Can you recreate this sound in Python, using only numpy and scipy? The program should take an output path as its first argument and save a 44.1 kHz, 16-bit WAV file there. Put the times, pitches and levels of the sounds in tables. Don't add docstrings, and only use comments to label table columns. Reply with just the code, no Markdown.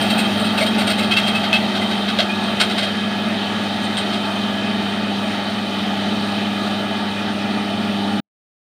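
import sys
import numpy as np
from scipy import signal
from scipy.fft import rfft, irfft, next_fast_len
from scipy.io import wavfile
from scipy.ndimage import uniform_filter1d

SR = 44100
rng = np.random.default_rng(int(sys.argv[2]) if len(sys.argv) > 2 else 0)


def transcribe(u):
    v = np.clip(np.atleast_2d(u).T, -1, 1)
    q = np.round(v * 32767).astype(np.int16)
    wavfile.write(sys.argv[1], SR, q)


N = 386737
T = np.arange(N) / SR
MIDWAY_S = 4

# time in seconds, second firing harmonic in Hz,
# level of the hum in dB before HUM_TRIM_DB.
ENGINE_SPEED = [(0, 201.6, -21.5), (1, 202.3, -22), (2.5, 201, -25), (2.9, 201.8, -24), (4.3, 201.8, -24.5),
                (4.8, 201.1, -22.5), (5.5, 201.3, -25), (5.72, 198.3, -24.5), (5.9, 198.4, -23.5),
                (6.15, 202.6, -22.5), (7, 201.6, -24.5), (8.2, 201.5, -22)]
# multiple of the four-stroke cycle, level in dB on top of the hum level.
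EXHAUST_ORDERS = [(4, -47.5), (5, -38), (6, -14), (7, -28), (8, -37.5), (9, -33), (10, -20), (11, -23),
                  (12, 0.5), (13, -8.5), (14, -17.5), (15, -19.5), (16, -13.5), (18, -14.5), (20, -33.5),
                  (24, -19.5), (25, -25.5), (28, -29), (29, -34.5), (32, -43.5), (34, -24), (36, -22.5),
                  (39, -21), (42, -19.5), (46, -34.5), (48, -18), (52, -20.5), (54, -28)]
HUM_TRIM_DB, UPPER_FIRING_RISE_DB_PER_S = -1.77, 1.2
FAN_ORDER, FAN_OCTAVE_DB, FAN_DB, FAN_FALL_DB_PER_S = 13.21, -16, -4, 0.7
# multiple of the cycle, level in dB midway, wavering in dB.
PUMP_WHINES = [(22.16, -43.5, 3)]
PUMP_FALL_DB_PER_S = 0.85
# time in seconds, level in dB.
STEADY_WHINE = [(0, -38), (1.7, -47), (2.6, -37), (3.4, -35.5), (4.2, -42.5), (5.6, -45.5), (6.3, -39.5),
                (7.2, -39.5), (8.2, -44.5)]
STEADY_HZ = 1682

# frequency in Hz, density in dB per Hz.
RUSH_COLOUR = [(18, -73.5), (30, -52.5), (86, -23.5), (145, -20), (210, -12), (330, -10), (520, -20),
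               (620, -12.5), (900, -12), (1010, -26.5), (1190, -18.5), (2230, -24.5), (3770, -23),
               (4600, -26.5), (5300, -30.5), (7600, -43), (9400, -43.5), (10600, -65.5), (12500, -54.5),
               (16000, -49)]
# level far off in dB, extra level while near in dB,
# fading time in seconds. The middle is trimmed once more in rush().
RUSH_LEVELS = [(-29, 5, 1.8), (-27.5, 5, 4.45), (-46, 3, 4.5), (-56.5, 12, 1.3)]
# centre midway in Hz, width in Hz, level in dB added to the middle row of RUSH_LEVELS.
RUSH_PEAKS = [(2503, 27, -17), (3099, 71, -10), (3650, 220, -13)]
PEAK_SAG_PER_S = 0.006

RATTLE_COUNT, RATTLE_FADE_S = 400, 1.5
RATTLE_DB, RATTLE_SPREAD_DB = -34.5, 2.5

# start in seconds, plates in dB,
# thud in dB, lower ring in Hz, lower ring in dB, upper ring in dB, small parts in dB.
CLANKS = [(0.009, -41, -24.5, 2666, -55, -40, -35), (0.096, -26, -36, 2655, -33, -43, -35),
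          (0.176, -22, -42, 2580, -30, -39, -29), (0.236, -42, -35, 2720, -36, -31, -49),
          (0.39, -40, -32, 2550, -45, -54, -38), (0.44, -29, -43, 2610, -36, -32, -38),
          (0.503, -36, -42, 2750, -55, -38, -55), (0.572, -23, -23.5, 2730, -26, -35, -35),
          (0.605, -21.5, -16, 2260, -29, -40, -35), (0.657, -28, -28, 2530, -39, -27, -39),
          (0.778, -24, -29, 2580, -49, -39, -34), (0.801, -29, -35, 2386, -38, -45, -53),
          (0.867, -23, -27, 2310, -36, -32, -33), (0.895, -25, -33, 2530, -48, -35, -36),
          (0.977, -21.5, -30, 2650, -30, -41, -37.5), (1.023, -30, -33, 2503, -43, -52, -44),
          (1.108, -20.5, -38, 2590, -23, -22, -41), (1.163, -18, -39, 2675, -20, -30, -36),
          (1.227, -38, -43, 2530, -40, -24, -48), (1.264, -24.5, -37, 2680, -32, -26, -36),
          (1.346, -26, -36, 2600, -23.5, -32, -41), (1.43, -26, -30, 2105, -33, -48, -55),
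          (1.526, -19.5, -28, 2620, -20, -28, -38), (1.546, -33, -48, 2600, -27, -36, -58),
          (1.748, -27.5, -52, 2590, -41, -35, -44), (1.807, -31, -43, 2054, -31, -47, -43),
          (1.905, -24.5, -31, 2650, -43, -37, -57), (2.079, -25.5, -38, 2600, -36, -44, -46),
          (2.184, -17.5, -16, 2790, -33, -26, -49), (2.287, -38, -31, 2480, -28, -36, -58),
          (2.347, -35, -47, 2460, -55, -46, -57), (2.459, -37, -30, 2025, -55, -39, -48),
          (2.597, -14.5, -42, 2480, -32, -27.5, -29), (2.69, -25.5, -50, 2590, -42, -47, -43),
          (2.774, -22.5, -27, 2580, -41, -49, -38), (2.82, -26, -27, 2490, -39, -28, -41),
          (2.867, -38, -32, 2500, -40, -49, -54), (3.83, -36, -40, 2510, -51, -55, -41.5),
          (3.968, -26.5, -36, 2620, -43, -34, -32.5), (4.122, -27, -47, 2570, -49, -34, -46)]
# frequency in Hz, 60 dB decay in seconds, level in dB before the mix.
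PLATE_MODES = [(1352, 0.04, -8.5), (1567, 0.011, 4), (2147, 0.013, 2.5), (2800, 0.0043, 4.5),
               (3250, 0.0071, 1.5), (3810, 0.0085, 4), (4234, .015, -0.5), (5430, .008, -27)]
# frequency in Hz, 60 dB decay in seconds, level in dB before the mix.
SMALL_PART_MODES = [(7570, 0.0081, -6.5), (8400, .01, -1), (8900, 0.015, -5)]
CLANK_RISE_S, CLANK_LENGTH_S = 0.0039, 0.012
THUD, THIN_RING = (635, 0.11), (8620, 0.08)  # Hz, 60 dB decay in s
LOW_RING_T60_S, HIGH_RING_HZ, HIGH_RING_T60_S = 0.071, 3206, 0.15
EDGE_DB, PLATE_CRACK_DB = -22, -17
THIN_RING_DB, CRACK_DB, CRACK_FALL_DB_PER_S = -5, -6, 3

# start in seconds, level in dB that the ring decays from.
TICKS = [(1.1718, -11.5), (1.53, -2.5), (2.1886, -3), (2.6108, -12), (3.9705, -8)]
TICK_HZ, TICK_DECAY_S = 3400, 0.00094

# time in seconds, delay in milliseconds, strength as a gain.
BALLAST_ECHO = [(0, 1.495, 0.26), (3, 1.521, 0.2), (8.2, 1.505, 0.27)]
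MIC_HZ, MIC_WIDTH_HZ, MIC_GAIN = 8880, 560, 1.38
STOP_S, STOP_FADE_S, STOP_TAIL_DB, STOP_T60_S = 8.2, 0.0036, -50, 0.17
TOP_HZ = 15480


def undb(db):
    return 10 ** (np.asarray(db) / 20)


def level(x, db):
    return x * undb(db) / np.sqrt(np.mean(x ** 2))


def curves(table):
    s, *columns = np.transpose(table)
    return [np.interp(T, s, c) for c in columns]


def walk(rate):
    k = int(SR / rate)
    steps = np.repeat(rng.standard_normal(N // k + 1), k)
    return 1.59 * uniform_filter1d(uniform_filter1d(steps, k), k)[:N]


def band(x, lo_hz, hi_hz):
    return signal.sosfilt(signal.butter(2, [lo_hz, hi_hz], "band", fs=SR, output="sos"), x)


def engine():
    hz, hum_db = curves(ENGINE_SPEED)
    cycle = 2 * np.pi * np.cumsum(hz / 12) / SR
    start = rng.uniform(0, 2 * np.pi, len(EXHAUST_ORDERS))
    out = 0
    for (k, db), phase in zip(EXHAUST_ORDERS, start):
        rise_db = UPPER_FIRING_RISE_DB_PER_S * (T - MIDWAY_S) * (k in (18, 24))
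        order_db = hum_db + db + rise_db + HUM_TRIM_DB + 0.06 * k * walk(8)
        out = out + undb(order_db) * np.sin(k * cycle + phase + 0.014 * k * walk(12))

    blades = FAN_ORDER * cycle + 0.16 * walk(6.6)
    fan_db = hum_db + FAN_DB - FAN_FALL_DB_PER_S * T + 0.8 * walk(6.5)
    out = out + undb(fan_db) * (np.sin(blades) + undb(FAN_OCTAVE_DB) * np.sin(2 * blades))

    for k, db, waver_db in PUMP_WHINES:
        pump_db = db - PUMP_FALL_DB_PER_S * (T - MIDWAY_S) + waver_db * walk(8.2)
        out = out + undb(pump_db) * np.sin(k * cycle + 0.63 * walk(25))

    steady_db = curves(STEADY_WHINE)[0] + 2.0 * walk(5.8)
    out = out + undb(steady_db) * np.sin(2 * np.pi * STEADY_HZ * T + 1.0 * walk(25))
    return np.sqrt(2) * out


def rush():
    size = next_fast_len(N)
    f = np.fft.rfftfreq(size, 1 / SR) + 1
    hz, db = np.transpose(RUSH_COLOUR)
    air = rfft(rng.standard_normal(N), size) * undb(np.interp(np.log(f), np.log(hz), db))
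    ranges, swell = [0, 0, 0, 0], walk(10)
    for step in np.arange(-15, 13):
        share = np.clip(1 - np.abs(3 * np.log2(f / 1000) - step), 0, 1)
        flickering = irfft(air * share, size)[:N] * undb(0.4 * swell + 1.3 * walk(22))
        ranges[int(step >= 0) + int(step >= 7) + int(step >= 10)] += flickering
    low, middle, treble, top = ranges

    low_db, middle_db, treble_db, top_db = (
        far_db + near_db * np.exp(-T / fading_s) for far_db, near_db, fading_s in RUSH_LEVELS)
    peaks = sum(level(rush_peak(hz, width), db) * undb(1.3 * walk(6.5)) for hz, width, db in RUSH_PEAKS)
    out = level(low, 0) * undb(low_db)
    out += (level(middle, -2.5) + peaks) * undb(middle_db)
    out += level(treble, 0) * undb(treble_db)
    return out + level(top, 0) * undb(top_db)


def rush_peak(hz, width_hz):
    r = np.exp(-np.pi * width_hz / SR)
    noise = rng.standard_normal(N) + 1j * rng.standard_normal(N)
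    slow = signal.lfilter([1], [1, -r], noise)
    centre = hz * (1 - PEAK_SAG_PER_S * (T - MIDWAY_S))
    return (slow * np.exp(2j * np.pi * np.cumsum(centre) / SR)).real


def rattles():
    out, t = np.zeros(N + SR), np.arange(SR // 40) / SR
    shape = t / 0.0012 * np.exp(1 - t / 0.001)
    for when, pitch, size, high in rng.uniform(1e-6, 1, (RATTLE_COUNT, 4)):
        i = int(min(-RATTLE_FADE_S * np.log(when) * SR, N))
        hz, db = (7400 + 2100 * pitch, -15) if high < 0.5 else (1400 + 3400 * pitch, 0)
        grain_db = RATTLE_DB + db - RATTLE_SPREAD_DB * np.log(size)
        out[i:i + len(t)] += undb(grain_db) * shape * np.sin(2 * np.pi * hz * t)
    return out[:N]


def clanks():
    push, low_pitch = np.zeros((5, N + SR)), np.ones(N)
    t = np.arange(1, SR // 8) / SR
    shape = (1 - np.exp(-t / CLANK_RISE_S)) * np.exp(-(t / CLANK_LENGTH_S) ** 1.22 / 2)
    for s, plates_db, thud_db, low_hz, *rest_db in CLANKS:
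        i = int(s * SR)
        push[:, i:i + len(t)] += undb([plates_db, thud_db, *rest_db])[:, None] * shape
        low_pitch[i:] = low_hz
    plates, thud, low, high, parts = push[:, :N]

    chatter = rng.standard_normal(N) * undb(1.4 * walk(250))
    heavy = sum(undb(db) * ring(band(chatter, 1200, 4400), hz, t60) for hz, t60, db in PLATE_MODES)
    small = sum(undb(db) * ring(band(chatter, 7000, 9200), hz, t60) for hz, t60, db in SMALL_PART_MODES)
    out = level(heavy, 7.25) * fade(plates, 0.095) + level(small, -1.1) * fade(parts, 0.11)
    out += level(band(chatter, 5000, 7000), EDGE_DB) * fade(plates, 0.037)

    crack_push = undb(CRACK_DB) * parts + undb(PLATE_CRACK_DB) * plates
    crack = level(band(chatter, 9800, 17000), 0) * fade(crack_push, 0.091)
    out += crack * undb(-CRACK_FALL_DB_PER_S * T)

    out += undb(1.8) * mode(thud, *THUD) + undb(THIN_RING_DB) * mode(parts, *THIN_RING)
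    clear_rings = mode(low, low_pitch, LOW_RING_T60_S) + mode(high, HIGH_RING_HZ, HIGH_RING_T60_S)
    return out + undb(7.5) * clear_rings


def ring(x, hz, t60):
    r = np.exp(-np.log(1000) / (t60 * SR))
    poles = [1, -2 * r * np.cos(2 * np.pi * hz / SR), r * r]
    return signal.lfilter([1, 0, -1], poles, x) * np.sqrt((1 - r * r) / 2)


def fade(push, t60):
    r = np.exp(-np.log(1000) / (t60 * SR))
    return np.sqrt(signal.lfilter([1 - r * r], [1, -r * r], push ** 2))


def mode(push, hz, t60):
    size = np.sqrt(2) * fade(push, t60) * undb(1.9 * walk(140))
    phase = 2 * np.pi * np.cumsum(hz * np.ones(N)) / SR + 1.65 * walk(90)
    return size * np.sin(phase)


def ticks():
    out, t = np.zeros(N), np.arange(SR // 50) / SR
    tick = np.exp(-t / TICK_DECAY_S) * np.sin(2 * np.pi * TICK_HZ * t)
    for s, db in TICKS:
        out[int(s * SR):][:len(t)] += undb(db) * tick
    return out


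def scene():
    direct = rush() + rattles() + clanks() + ticks()
    delay_ms, strength = curves(BALLAST_ECHO)
    echo = np.interp(T - delay_ms / 1000, T, direct)
    echo = signal.sosfilt(signal.butter(2, 4000, fs=SR, output="sos"), echo)
    both = (direct + strength * echo) / np.sqrt(1 + strength ** 2)
    return (engine() + both)[None]


def record(dry):
    port = signal.lfilter(*signal.iirpeak(MIC_HZ, MIC_HZ / MIC_WIDTH_HZ, fs=SR), dry)
    dry = dry + MIC_GAIN * port
    after = np.maximum(T - STOP_S, 0)
    dull = signal.lfilter([0.05], [1, -0.95], dry)
    tail = dull * undb(STOP_TAIL_DB - 60 * after / STOP_T60_S)
    cut = np.clip(1 - after / STOP_FADE_S, 0, 1)
    top_cut = signal.ellip(14, 0.2, 80, TOP_HZ, fs=SR, output="sos")
    return signal.sosfilt(top_cut, dry * cut + tail * (1 - cut))


dry = scene()
out = record(dry)
transcribe(out)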